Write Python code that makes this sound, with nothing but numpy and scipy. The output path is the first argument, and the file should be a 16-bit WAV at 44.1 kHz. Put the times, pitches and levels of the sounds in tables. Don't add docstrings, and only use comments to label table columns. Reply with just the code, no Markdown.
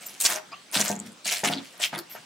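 import sys
import numpy as np
from scipy import signal
from scipy.io import wavfile
from scipy.ndimage import uniform_filter1d

SR = 44100
rng = np.random.default_rng(int(sys.argv[2]) if len(sys.argv) > 2 else 0)


def makeup_ratio(level_db):
    decades = np.asarray(level_db, float) / 20
    return 10 ** decades


def materialize(psi):
    bounded = np.clip(np.atleast_2d(psi).T, -1, 1)
    quanta = np.round(bounded * 32767).astype(np.int16)
    wavfile.write(sys.argv[1], SR, quanta)


N = 99225

# [f/Hz, level/dB]
HUSH_SPECTRUM = [(40, -61), (110, -11.5), (190, -1), (420, -7), (800, -8), (3500, -8.5), (9000, -16.5),
                 (13000, -32), (16000, -27)]
# [f/Hz, level/dB]
CRUST_SPECTRUM = [(530, -39), (900, -13), (2360, -3), (2930, -2.5), (3550, -7), (7680, -3.5), (16000, -13)]
CRUNCHES = [(0., 0.2, -49.5, 0, 1), (0.193, 0.12, -35, 5.5, 11), (0.237, 0.022, -17.5, .5, 1.5),
            (0.277, 0.076, -32, 2.5, 20.5), (0.346, 0.032, -39, -1.5, 19), (0.72, 0.015, -29, 4, 21),
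            (0.733, 0.066, -29.5, -0.8, 8), (0.787, 0.029, -22.5, -0.5, 0), (0.834, 0.09, -35.5, 2.5, 18),
            (0.95, 0.011, -63.5, -12.5, 12), (1.051, 0.015, -43, 2, -3), (1.244, 0.15, -32.5, -3, -22),
            (1.307, 0.055, -28, 0, -6.5), (1.369, 0.056, -39.5, 1, -18), (1.433, 0.053, -29.5, -1.5, 8),
            (1.499, 0.04, -36.5, -3.5, 6), (1.526, 0.08, -52.5, -9.5, -10.5), (1.609, 0.3, -56.5, -2, -5),
            (1.79, 0.025, -35.5, -3, 6), (1.806, 0.05, -24.5, -5.5, -35.5), (1.831, 0.031, -40, 9.5, -19),
            (1.918, 0.066, -49.5, -7, 16), (2.086, 0.15, -51.5, -5, -16.5)]
# [t/s, length/s, level/dB, f/Hz, width/Hz]
CHATTER = [(.003, 0.019, -71.5, 8240, 84), (0.062, 0.0067, -63, 14000, 200),
           (0.057, 0.0083, -70.5, 7440, 200), (0.06, 0.019, -71.5, 9050, 90), (0.08, 0.037, -66, 10920, 93),
           (0.519, 0.023, -61.5, 1160, 36), (0.518, 0.016, -71, 2480, 90), (0.53, 0.022, -69, 2740, 120),
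           (0.514, .016, -72, 4820, 110), (2.142, 0.048, -63.5, 1500, 260), (0.513, 0.024, -69.5, 730, 61),
           (1.562, 0.04, -62, 3600, 400), (1.52, 0.05, -57, 4600, 400), (1.94, 0.019, -66, 3400, 150),
           (1.97, 0.04, -67, 9950, 300), (1.975, .03, -61, 13700, 900), (1.977, 0.018, -62, 4600, 493),
           (2.095, 0.071, -56, 11900, 300), (2.112, 0.029, -76.5, 5520, 40), (2.095, 0.06, -63, 14700, 300)]
# [t/s, peak level/dB, f/Hz,
# width/Hz, echo level/dB]
SNAPS = [(0.0548, -31, 7500, 4700, 7), (0.1413, -35, 5500, 1500, 0), (0.2027, -18, 8000, 1000, 7),
         (0.2097, -14, 8500, 1800, -1), (0.2124, -16, 8600, 1500, 2), (0.2142, -20, 8800, 1000, 7),
         (0.2221, -19, 8400, 2200, 5), (0.2536, -10, 5900, 2500, 6), (0.2549, -6, 4900, 1700, 2),
         (0.2951, -19, 7800, 2400, 7), (0.3103, -15, 3400, 2500, -1), (0.314, -17, 6700, 3000, 5),
         (0.3516, -21, 6200, 1300, 7), (0.7149, -29, 9500, 1600, 5), (0.7421, -17, 8400, 3100, 5),
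         (0.7445, -11, 3400, 1600, 5), (0.7635, -12, 3700, 1200, 5), (0.7655, -19, 4800, 2900, 3),
         (0.8039, -11, 6400, 1700, 7), (0.8077, -12, 5600, 2600, 1), (0.8593, -17, 5000, 2500, -4),
         (0.8818, -11, 7100, 1600, -3), (0.8859, -23, 6100, 2300, 6), (0.9064, -19, 6500, 1300, 4),
         (0.955, -26, 7100, 1000, 3), (0.9918, -24, 7600, 900, 8), (1.1207, -36, 8800, 2200, 1),
         (1.242, -41, 8400, 1500, 21), (1.2466, -26, 4500, 800, 8), (1.2684, -16, 6500, 2600, 5),
              (1.2711, -18, 6500, 2000, 5), (1.2902, -20, 4800, 2300, 7), (1.3035, -22, 6800, 1500, 7),
              (1.3163, -18, 6500, 2800, 5), (1.3248, -12, 5700, 2300, -7), (1.3301, -20, 5100, 2200, 7),
              (1.3611, -20, 5900, 2400, 5), (1.3934, -26, 7500, 1100, 1), (1.4381, -22, 2200, 1400, 2),
              (1.4401, -14, 6500, 2000, -1), (1.4449, -21, 5900, 2600, 5), (1.4654, -16, 4500, 2800, 2),
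              (1.5275, -15, 3400, 1000, 4), (1.5744, -25, 3900, 600, 1), (1.8088, -25, 3900, 1700, 9),
              (1.8301, -12, 3200, 900, 5), (1.8366, -11, 3800, 2000, 1), (1.8566, -15, 2800, 1500, -8),
              (1.9419, -26, 4000, 4100, 3), (1.9803, -23, 9600, 5100, 7),
         (0.2605, -13, 6000, 3000, 5),
    (1.2901, -22, 4200, 600, 7),
    (1.8227, -20, 8000, 1200, 2),
    (1.949, -31, 10000, 900, 3),
    (1.9521, -28, 3450, 500, 4),
    (1.7782, -33, 11000, 4000, -9),
]
# [t/s, strength level/dB, boom level/dB, ring time as share of t60]
KNOCKS = [(0.299, -38, 9.5, 0.98), (.358, -29, -20, 1.4), (.76, -10, 2.5, 0.22), (.797, -14.5, -1.5, 0.8),
          (.897, -13.5, 0, 1.2), (1.254, -31.5, 4.5, 2.2), (1.286, -28, -19, 0.46), (1.433, -12, -2.5, 1.5),
          (1.499, -14.5, 0, 1.04), (1.929, -16, 0.5, 0.41), (2.148, -25, -17.5, 0.93)]
# [f/Hz, level/dB, t60/s]
TRAY_MODES = [(120, -15, 0.68), (160.2, -5, 0.5), (204, -6.5, 0.36), (285, -8, 0.47), (405, -4.5, 0.11),
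              (492.6, -5.5, 0.22), (619.4, 3, 0.092), (717.2, 2, 0.097), (828, -0.5, 0.17), (929, -3, 0.14),
              (1124, -16.5, 0.05), (1560, -6.5, 0.069), (1817, -5.5, 0.041), (2114, -13.5, 0.074)]
# [t/s, length/s, level/dB, f/Hz]
RUBS = [
    (.79, 0.091, -39.5, 204),
    (0.895, 0.24, -38.5, 199.4),
    (1.465, .19, -34.5, 272),
    (1.971, 0.051, -39.5, 344),
]
# [f/Hz, t60/s]
ROOM_DECAY = [(150, 0.17), (1500, 0.32), (14000, 0.15)]

ECHO_S = 391 / SR
BOOM_HZ, DAMPED_T60_S = 330, 0.2
TRAY_SIDES = makeup_ratio([[0.7], [-0.7]])


def evened(x):
    return x / np.sqrt(np.mean(x ** 2) + 1e-20)


def read(points, hz):
    f, value = np.transpose(points)
    return np.interp(np.log(hz + 1), np.log(f + 1), value)


def add(mix, s, sound):
    part = mix[..., max(round(s * SR), 0):][..., :sound.shape[-1]]
    part += sound[..., :part.shape[-1]]


def ring(x, hz, width_hz):
    r = np.exp(-np.pi * width_hz / SR)
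    return signal.lfilter([1, 0, -r], [1, -2 * r * np.cos(2 * np.pi * hz / SR), r * r], x)


def hush():
    frames, hz = N // 256 + 5, np.fft.rfftfreq(1024, 1 / SR)
    a, b, c, d, patches = rng.standard_normal((frames, 513, 5)).T
    patches = uniform_filter1d(patches, size=12, axis=0)
    patches = evened(uniform_filter1d(patches, size=10, axis=1))
    least_same = 0.46
    same = least_same + (1 - least_same) / (1 + (hz / 300) ** 2)
    same = np.clip(same, 0, 1)[:, None]
    left = a + 1j * b
    right = same * left + np.sqrt(1 - same ** 2) * (c + 1j * d)
    z = np.array([left, right]) * makeup_ratio(read(HUSH_SPECTRUM, hz)[:, None] + 2.2 * patches)
    air = signal.istft(z, nperseg=1024, noverlap=768)[1][:, :N]
    return makeup_ratio(-51) * evened(air)


def pressure(hz):
    rise_s, sag_db, fall_db_per_s, deep_hz = 0.012, 10.5, 696, 1443
    t, power = np.arange(0, N + 64, 32) / SR, 0
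    for s, hold, db, tilt_db, depth_db in CRUNCHES:
        rise = np.clip((t - s) / rise_s, 0, 1) ** 2
        sag = sag_db * np.clip((t - s) / hold, 0, 1)
        fall = fall_db_per_s * np.maximum(t - s - hold, 0)
        colour_db = tilt_db * np.log2(hz / 5000) + depth_db / (1 + (hz / deep_hz) ** 4)
        power = power + (rise * makeup_ratio(db + colour_db - sag - fall)) ** 2
    return np.interp(np.arange(N) / SR, t, np.sqrt(power))


def crackle(per_s=500, spread_db=4, cycles=2.8, clump_db=3.5, patch_db=4.5, count=28):
    out, bands = np.zeros((2, N)), np.geomspace(1000, 15500, count)
    weight = makeup_ratio(read(CRUST_SPECTRUM, bands)) * np.sqrt(bands)
    clump = makeup_ratio(clump_db * evened(uniform_filter1d(rng.standard_normal(N), size=90)))
    for hz, gain in zip(bands, weight / np.linalg.norm(weight)):
        chance, sign, size, side = rng.random((4, N))
        size_db = spread_db * np.minimum(-np.log(size + 1e-9), 3.2)
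        hits = (chance < per_s / SR) * np.sign(sign - 0.5) * makeup_ratio(size_db)
        pan = 2 * side - 1
        hits = hits * np.array([1 + pan, 1 - pan])
        width_hz = np.sqrt(3000 * hz) / cycles
        flakes = evened(ring(ring(hits, hz, width_hz), hz, width_hz))
        patches = np.minimum(evened(uniform_filter1d(sign - 0.5, size=500)), 1.5)
        out += flakes * gain * pressure(hz) * makeup_ratio(patch_db * patches)
    return out * clump


def chatter():
    out, t = np.zeros(N), np.arange(SR // 5) / SR
    for s, length, db, hz, width_hz in CHATTER:
        chance, push = rng.random((2, len(t)))
        swell = np.sin(np.pi * np.clip(t / length, 0, 1) ** 0.67)
        slips = (chance < 900 / SR) * (push - 0.5) * swell
        tone = ring(ring(slips, hz, width_hz), hz, 17.0 * width_hz)
        add(out, s, makeup_ratio(db) * evened(tone) * np.sqrt(0.13 / length))
    return out


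def snaps():
    out, t = np.zeros((2, N)), np.arange(-40, 600) / SR
    flakes = SNAPS
    for (s, db, hz, width_hz, echo_db), (phase, side) in zip(flakes, rng.random((80, 2))):
        u = 2 * np.pi * 0.72 * width_hz * t
        shape = np.where(u < 0, np.exp(-u ** 2), 1 / np.cosh(np.minimum(0.8 * u, 50)))
        wave = shape * np.cos(2 * np.pi * hz * t + 2 * (phase - 0.5))
        crumble = evened(ring(rng.standard_normal(len(t)), hz, width_hz))
        wave += 0.12 * (t > -0.0005) * np.exp(-abs(t) / 0.002) * crumble
        pan = 1 + 0.5 * (side - 0.5) * np.array([[1], [-1]])
        add(out, s + t[0], makeup_ratio(db - 0.5) * wave * pan)
        add(out, s + t[0] + ECHO_S, makeup_ratio(db - 0.5 + echo_db) * wave[None])
    return signal.sosfilt(signal.butter(2, 1000, "high", fs=SR, output="sos"), out)


def tray_knocks():
    out, t = np.zeros(N), np.arange(0, 0.4, 1 / SR)
    for (s, db, boom_db, share), draw in zip(KNOCKS, rng.random((30, 2, 16))):
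        wave = 0
        for (hz, level, t60), spot, turn in zip(TRAY_MODES, *draw):
            mode_db = level + 8.76 * (spot - 2.5) + boom_db * (hz < BOOM_HZ)
            decay_db = 60 * t / min(t60 * share, DAMPED_T60_S)
            cycles = hz * (1 + 0.05 * (turn - 0.5)) * t + turn
            wave = wave + makeup_ratio(mode_db - decay_db) * np.sin(2 * np.pi * cycles)
        add(out, s, makeup_ratio(db + 1.5) * wave * np.minimum(t / 0.0033, 1))
    return out


def tray_grind():
    push = pressure(1370.0) * makeup_ratio(-10.5)
    grit = (rng.random(N) < 1500 / SR) * rng.standard_normal(N)
    hum = np.zeros(N)
    for hz, level, t60 in TRAY_MODES:
        t60 = min(t60, DAMPED_T60_S)
        steady = ring(grit, hz, 5.4 / t60).std()
        hum += ring(grit * push, hz, 3.45 / t60) / steady * makeup_ratio(level - 36.0 * (hz < BOOM_HZ))
    return hum / 2.44


def rubs():
    out = np.zeros(N)
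    for s, length, db, hz in RUBS:
        u = np.linspace(0, 1, round(length * SR))
        noise = rng.standard_normal(SR // 2)
        waver = evened(ring(noise, hz, 47)[SR // 5:][:len(u)])
        note = waver + 0.95 * np.sin(2 * np.pi * hz * length * u)
        edges = np.clip(np.minimum(u / 0.028, (1 - u) / 0.22), 0, 1)
        add(out, s, makeup_ratio(db - 11.5 * u) * edges * note)
    return out


def room(x):
    taps = np.zeros((2, SR // 2))
    at = np.arange(40, SR // 2 - 20, 20) + rng.integers(0, 20, (2, (SR // 2 - 41) // 20))
    np.put_along_axis(taps, at, rng.choice([-1., 1.], at.shape), 1)
    hz, t, z = signal.stft(taps, SR, nperseg=256)
    decay = makeup_ratio(-60 * t / read(ROOM_DECAY, hz)[:, None])
    tail = signal.istft(z * decay, SR, nperseg=256)[1]
    return signal.fftconvolve(x[None], tail / np.linalg.norm(tail[0]), axes=1)[:, :N]


def reflection(crust, metal):
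    dull = signal.butter(1, 11000, fs=SR, output="sos")
    crust_back = makeup_ratio(4.5) * signal.sosfiltfilt(dull, crust.mean(0))
    return crust_back + makeup_ratio(-11) * metal * TRAY_SIDES


def scene():
    crust = crackle() + chatter()
    metal = tray_knocks() + tray_grind() + rubs()
    loud = snaps()
    boom = makeup_ratio(-6.0) * room(metal)
    middle = boom.mean(0)
    wide = signal.sosfilt(signal.butter(2, 250.0, "high", fs=SR, output="sos"), boom - middle)
    both = crust + loud + (metal + middle) * TRAY_SIDES + wide
    both = both + makeup_ratio(-6) * room((crust + 0.43 * loud).mean(0))
    add(both, ECHO_S, reflection(crust, metal))
    return both + hush()


def roll_off(x):
    return signal.sosfilt(signal.butter(12, 16840, fs=SR, output="sos"), x)


def record(dry):
    cut = signal.sosfilt(signal.butter(2, 90.0, "high", fs=SR, output="sos"), dry)
    band_limit = signal.firwin(301, 15900, window=("kaiser", 5), fs=SR)
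    cut = signal.oaconvolve(cut, band_limit[None], "same")
    return roll_off(cut)


dry = scene()
out = record(dry)
materialize(out)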